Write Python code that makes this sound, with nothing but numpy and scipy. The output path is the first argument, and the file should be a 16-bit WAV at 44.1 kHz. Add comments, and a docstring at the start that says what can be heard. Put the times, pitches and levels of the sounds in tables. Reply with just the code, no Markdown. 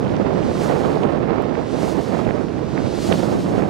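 """Under a wind turbine in an open field, the rotor rushes steadily from the start as one blade's swish fades.
Further blades pass at 0.64, 1.87 and 3.05 s: shaped noise swells, hisses at the tip and crosses right to left.
Throughout, turbulence with a wandering level and speed buffets two microphone ports, the right one harder, with
faint crackle there. From 0.2 s short puffs slap the right port; from 1.0 s eddies snap across it as brief
falling tones. One dry tick, a decaying pulse, falls at 1.4 s."""
import sys
import numpy as np
from scipy import signal
from scipy.fft import rfft, irfft, next_fast_len
from scipy.io import wavfile
from scipy.ndimage import uniform_filter1d, map_coordinates

SR = 44100
rng = np.random.default_rng(int(sys.argv[2]) if len(sys.argv) > 2 else 0)


def master(y):
    """Save y as 16-bit WAV."""
    cut = np.clip(np.atleast_2d(y).T, -1, 1)
    pcm = np.round(cut * 32767)  # scale
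    wavfile.write(sys.argv[1], SR, pcm.astype(np.int16))


N = 162729


def undb(db):
    """Logarithmic level: decibels become an amplitude gain."""
    return 10 ** (np.asarray(db) / 20)


def curve(rows):
    """Linear interpolation: straight lines in time through (seconds, value) rows."""
    return np.interp(np.arange(N) / SR, *np.array(rows).T)


def walk(rate_hz):
    """Band-limited fluctuation: random values at the given rate, joined smoothly, with spread 1."""
    steps = rng.standard_normal(N // 8)
    wander = map_coordinates(steps, [np.arange(N) / SR * rate_hz], order=3, mode="wrap")
    return wander / wander.std()


def noise(spectrum, count=1):
    """Spectral shaping: white noise filtered to the given spectrum, of rms 1 and count scenes long."""
    size = next_fast_len(count * N)
    hz, db = np.array(spectrum).T
    f = np.maximum(np.arange(size // 2 + 1) * SR / size, 1)
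    low_cut = np.minimum(f / hz[0], 1) ** 2  # extra fall below the first row
    gain = undb(np.interp(np.log(f), np.log(hz), db)) * low_cut
    x = irfft(rfft(rng.standard_normal(size)) * gain, size)[:count * N]
    return x / x.std()


# Relative spectrum of the whole rotor. Each row: frequency in Hz, density in dB per Hz.
ROTOR_SPECTRUM = [(60, -4), (200, 7.5), (500, 8), (1000, -3.5), (2000, -10.5), (3200, -18), (5000, -20.5),
                  (8000, -39), (11000, -47), (15500, -59)]
ROTOR_DB, DIFFUSE_DB = -36, -11  # the diffuse part is relative to the common part


def rotor():
    """Partial coherence: a steady rush common to both ports, plus weaker independent noise at each."""
    common = noise(ROTOR_SPECTRUM)
    diffuse = np.array([noise(ROTOR_SPECTRUM), noise(ROTOR_SPECTRUM)])
    return undb(ROTOR_DB) * (common + undb(DIFFUSE_DB) * diffuse)


# Relative spectrum of the blade's edge. 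Each row: frequency in Hz, density in dB per Hz.
EDGE_SPECTRUM = [(300, 10), (900, -3.5), (2000, -3), (3000, 1), (4200, 2.5), (6500, -2.5), (9000, -8),
                 (12000, -16), (15500, -21.5)]
BRIGHT_AFTER_S, BRIGHT_S, DULL_HZ = 0.25, 0.67, 8000


def edge_noise(since):
    """Absorption with distance: edge noise is brightest just after the pass and dull while the blade is far."""
    x = noise(EDGE_SPECTRUM)
    dull = signal.sosfiltfilt(signal.butter(1, DULL_HZ, fs=SR, output="sos"), x)
    treble = x - dull
    return dull + treble / (1 + ((since - BRIGHT_AFTER_S) / BRIGHT_S) ** 2)


# Relative spectrum of the tip's hiss. Each row: frequency in Hz, density in dB per Hz.
TIP_SPECTRUM = [(1000, 2), (3000, -3), (5000, -1.5), (7500, -3.5), (10000, -8.5), (13000, -16),
                (15500, -16)]
# Blade passes. Each row: pass time in seconds, swish level in dB above the base, rise in seconds, fall in
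# seconds, tip level in dB above the base, level change just after the pass in dB, and final lag between
# the ports in microseconds.
BLADE_PASSES = [(-.56, 4, 0.19, 0.25, -2, 0, 32), (.64, 0.1, 0.28, 0.25, 4, -0.5, 27),
                (1.865, 0.5, 0.26, 0.3, 4.5, -3, 29.3), (3.05, 4, 0.24, 0.37, 2, 2.8, 9.7)]
SWISH_BASE_DB, RISE_POWER, FALL_POWER = -41.5, 1.76, 1.56
TIP_BASE_DB, TIP_S = -44.5, 0.054
CHANGE_AFTER_S, CHANGE_S = 0.11, 0.072
FLICKER_DB, FLICKER_HZ = 1.1, 36
SCATTER_DB = -8  # relative to the swish
APPROACH_LAG_US, CROSS_S, CROSS_AFTER_S = 52, 0.34, 0.094


def blades():
    """Moving source: each edge swishes, its tip hisses when closest, and arrival lag moves it between ports."""
    t, out = np.arange(N) / SR, 0
    for at, swish_db, rise, fall, tip_db, change_db, leave_lag_us in BLADE_PASSES:
        since = t - at
        coming = since < 0
        width = np.where(coming, rise, fall)
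        power = np.where(coming, RISE_POWER, FALL_POWER)
        swish = undb(SWISH_BASE_DB + swish_db) * (1 + (since / width) ** 2) ** (-power / 2)
        tip = undb(TIP_BASE_DB + tip_db) / np.cosh(np.clip(since / TIP_S, -20, 20))
        change = undb(change_db * np.exp(-((since - CHANGE_AFTER_S) / CHANGE_S) ** 2))
        flicker = undb(FLICKER_DB * walk(FLICKER_HZ))
        direct = swish * edge_noise(since) + tip * noise(TIP_SPECTRUM)

        # The right port leads before the crossing, the left port after it.
        across = np.tanh((since - CROSS_AFTER_S) / CROSS_S)
        lag_us = across * np.where(across < 0, APPROACH_LAG_US, leave_lag_us)
        shift = lag_us * SR / 1e6 / 2  # samples, half the lag at each port
        ports = np.array([map_coordinates(direct, [np.arange(N) + side * shift], order=5, mode="mirror")
                          for side in (1, -1)])
        scatter = undb(SCATTER_DB) * swish * np.array([edge_noise(since), edge_noise(since)])
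        out = out + change * flicker * (ports + scatter)
    return out


PORT_LOW_CUT_HZ = 74


def buffet(mean_db, spectrum, octaves, trim_db, flutter_db, flutter_rate, eddy_db, eddy_rate, octaves_per_db):
    """Frozen turbulence: faster air carries the eddies past louder and higher; the port thins deep bass."""
    db = mean_db + flutter_db * walk(flutter_rate) + eddy_db * walk(eddy_rate)
    speed = 2 ** (octaves + octaves_per_db * (db - mean_db.mean()))
    carried = map_coordinates(noise(spectrum, count=2), [np.cumsum(speed)], order=3, mode="mirror")
    pressure = undb(db + trim_db) * carried
    return signal.sosfilt(signal.butter(1, PORT_LOW_CUT_HZ, "high", fs=SR, output="sos"), pressure)


# Mean wind pressure at each port, before trim. Each row: time in seconds, level in dB.
LEFT_GUSTS = [(0, -26.5), (.19, -23), (.3, -27.5), (.42, -23), (.7, -25), (.8, -29), (.86, -24),
              (1.1, -25.5), (1.45, -30.5), (1.6, -29.5), (1.68, -35), (1.8, -30), (1.95, -34), (2.22, -29),
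              (2.35, -33), (3.03, -29), (3.1, -21), (3.22, -23.5), (3.35, -21), (3.69, -24)]
RIGHT_GUSTS = [(0, -17.5), (.15, -16), (.43, -16), (.53, -17.5), (.72, -13), (.8, -15.5), (.87, -14.5),
               (.98, -17), (1.12, -13.5), (1.25, -15.5), (1.33, -13), (1.38, -15), (1.5, -17.5),
               (1.57, -17), (1.68, -20), (1.78, -16.5), (1.9, -18.5), (1.98, -16), (2.06, -21),
               (2.13, -15.5), (2.33, -17.5), (2.41, -16.5), (2.46, -21), (2.85, -17.5), (3.03, -19.5),
               (3.12, -14), (3.35, -13), (3.41, -19.5), (3.47, -15.5), (3.6, -13), (3.69, -16)]
# Relative turbulence spectrum at each port. Each row: frequency in Hz, density in dB per Hz.
LEFT_TURBULENCE = [(20, -2), (80, 3), (140, 4.5), (220, -4.2), (350, -10), (600, -22.5), (1100, -33),
                   (2500, -46), (6000, -53.5), (15000, -86)]
RIGHT_TURBULENCE = [(20, -12), (80, -7), (140, 0.5), (220, 1), (400, -1), (600, -6), (900, -13.5),
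                    (1400, -22), (2200, -30), (3500, -39.5), (6000, -62.5), (15000, -78)]
# Finer eddies at the right port as the wind turns. Each row: time in seconds, upward shift in octaves.
RIGHT_FINENESS = [(0, 0), (.25, 0.00079), (.5, 0.09), (.72, 0.096), (1.08, 0.11), (1.35, 0.14),
                  (1.55, 0.24), (1.85, 0.12), (2.05, .2), (2.3, 0.031), (2.6, -.1), (3.3, -.18),
                  (3.69, -0.075)]


def wind():
    """Incoherent pressure: the two ports are buffeted independently; the puffs hit the right one."""
    puff_db, puff_octaves = puffs()
    left = buffet(curve(LEFT_GUSTS), LEFT_TURBULENCE, 0, trim_db=1.0, flutter_db=1.5, flutter_rate=45,
                  eddy_db=1.5, eddy_rate=200, octaves_per_db=0.12)
    right = buffet(curve(RIGHT_GUSTS) + puff_db, RIGHT_TURBULENCE, curve(RIGHT_FINENESS) + puff_octaves,
                   trim_db=0.72, flutter_db=0.8653, flutter_rate=55,
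                   eddy_db=1.4, eddy_rate=400, octaves_per_db=0.049)
    return np.array([left, right])


CRACKLE_PER_S, CRACKLE_HALF_S = 40, 0.00036
CRACKLE_DB, CRACKLE_SPREAD_DB = -11.5, 2.5  # relative to the gust
CRACKLE_HZ, CRACKLE_SPREAD_OCTAVES = 2000, 0.42


def crackle():
    """Random arrivals: rows for faint snaps at chance moments, their level following the right port's gusts."""
    chance = rng.standard_normal((int(CRACKLE_PER_S * N / SR), 2))
    times = rng.random(len(chance)) * N / SR
    gust_db = np.interp(times, *np.array(RIGHT_GUSTS).T)
    pitch, size = chance.T
    hz = CRACKLE_HZ * 2 ** (CRACKLE_SPREAD_OCTAVES * pitch)
    db = gust_db + CRACKLE_DB + CRACKLE_SPREAD_DB * size
    return [(at, f, level, CRACKLE_HALF_S) for at, f, level in zip(times, hz, db)]


# Puffs that slap the right port. Each row: centre in seconds, added level in dB, half-length in seconds,
# upward shift of the turbulence in octaves.
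PUFF_ROWS = [(0.218, 4, .018, -0.33), (0.272, 4, .013, .2), (1.06, 4.5, .028, -0.33),
             (1.217, 3, .015, -0.23), (1.295, 2.5, 0.01395, -0.0012), (1.416, 2.5, 0.01483, -.35),
             (1.829, 5, .015, -.5), (2.191, 1.5, .02, 0.22), (2.271, 5, .014, -.55),
             (2.787, 1.15, .025, .35), (2.841, 4, .014, -0.39), (3.113, 4, .023, -0.084),
             (3.144, 2.5, .007, .45), (3.624, 4, .02, -0.34)]


def puffs():
    """Gaussian modulation: each brief puff adds a bump of dB and a shift in octaves to the wind."""
    t = np.arange(N) / SR
    return sum(np.outer([db, octaves], np.exp(-((t - at) / half) ** 2))
               for at, db, half, octaves in PUFF_ROWS)


# Eddies that snap across the right port. Each row: centre in seconds, frequency there in Hz, level in dB,
# half-length in seconds.
EDDY_SNAPS = [(1.0345, 2700, -20, .0009), (1.5537, 1940, -17.5, 0.00077), (2.1946, 2090, -26, 0.00072),
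              (2.25, 3030, -26, 0.00061), (2.269, 2300, -22, 0.00063), (2.2765, 2100, -21.5, 0.00074),
              (2.2913, 1740, -16, 0.00076), (2.3089, 1930, -13.5, 0.00043), (2.7783, 1850, -12.5, 0.00057),
              (3.1232, 1250, -8, 0.001), (3.1232, 3507, -9, .0002), (3.1262, 2922, -6, .00055),
              (3.1272, 1642, -10, .0008), (3.4872, 2070, -27, 0.00074), (3.6227, 1806, -20, 0.00086)]
SNAP_GLIDE_PER_S = 370


def snaps(rows):
    """Chirped wave packet: a small fast eddy shakes the right port for a few cycles that fall in pitch."""
    t, out = np.arange(N) / SR, np.zeros((2, N))
    for at, hz, db, half in rows:
        near = slice(*np.searchsorted(t, [at - 10 * half, at + 10 * half]))
        since = t[near] - at
        # The integral of an exponentially falling frequency, from a random phase.
        cycles = hz * (1 - np.exp(-SNAP_GLIDE_PER_S * since)) / SNAP_GLIDE_PER_S + rng.random()
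        out[1, near] += undb(db) * np.exp(-(since / half) ** 2) * np.sin(2 * np.pi * cycles)
    return out


TICK_S, TICK_DECAY_S = 1.4233, .0003
TICK_RIGHT_DB, TICK_LEFT_DB = -23, -6  # left is relative to right


def tick():
    """Exponential decay: one faint dry pulse, placed toward the right by level difference."""
    since = np.arange(N) / SR - TICK_S
    gains = undb([[TICK_RIGHT_DB + TICK_LEFT_DB], [TICK_RIGHT_DB]])
    return gains * (since >= 0) * np.exp(-np.abs(since) / TICK_DECAY_S)


def scene():
    """Superposition: turbine overhead, wind on the microphone, snaps and a tick add linearly."""
    return rotor() + blades() + wind() + snaps(crackle()) + snaps(EDDY_SNAPS) + tick()


LIMIT_DB, LIMIT_RATIO, LIMIT_WINDOW_S, RELEASE_DB_PER_S = -11.5, 2.34, 0.016, 3


def limit(x):
    """Dynamic compression: the louder port's power ducks both channels, which then recover slowly."""
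    power = uniform_filter1d(x ** 2, int(LIMIT_WINDOW_S * SR)).max(axis=0)
    excess_db = 10 * np.log10(np.maximum(power / undb(LIMIT_DB) ** 2, 1))
    over_db = (1 - 1 / LIMIT_RATIO) * excess_db
    recovery_db = RELEASE_DB_PER_S * np.arange(N) / SR
    # A running maximum holds each duck and lets it go at the release rate.
    return x * undb(recovery_db - np.maximum.accumulate(over_db + recovery_db))


def record(dry):
    """Recorder response: it drops the lowest rumble, ducks loud wind, rounds tall peaks and cuts the top."""
    low_hz, top_hz = 32, 15650
    ceiling = 1.2  # amplitude that the rounded peaks approach
    x = limit(signal.sosfilt(signal.butter(2, low_hz, "high", fs=SR, output="sos"), dry))
    rounded = ceiling * np.tanh(x / ceiling)
    return signal.sosfilt(signal.ellip(10, .2, 80, top_hz, fs=SR, output="sos"), rounded)


dry = scene()
out = record(dry)
master(out)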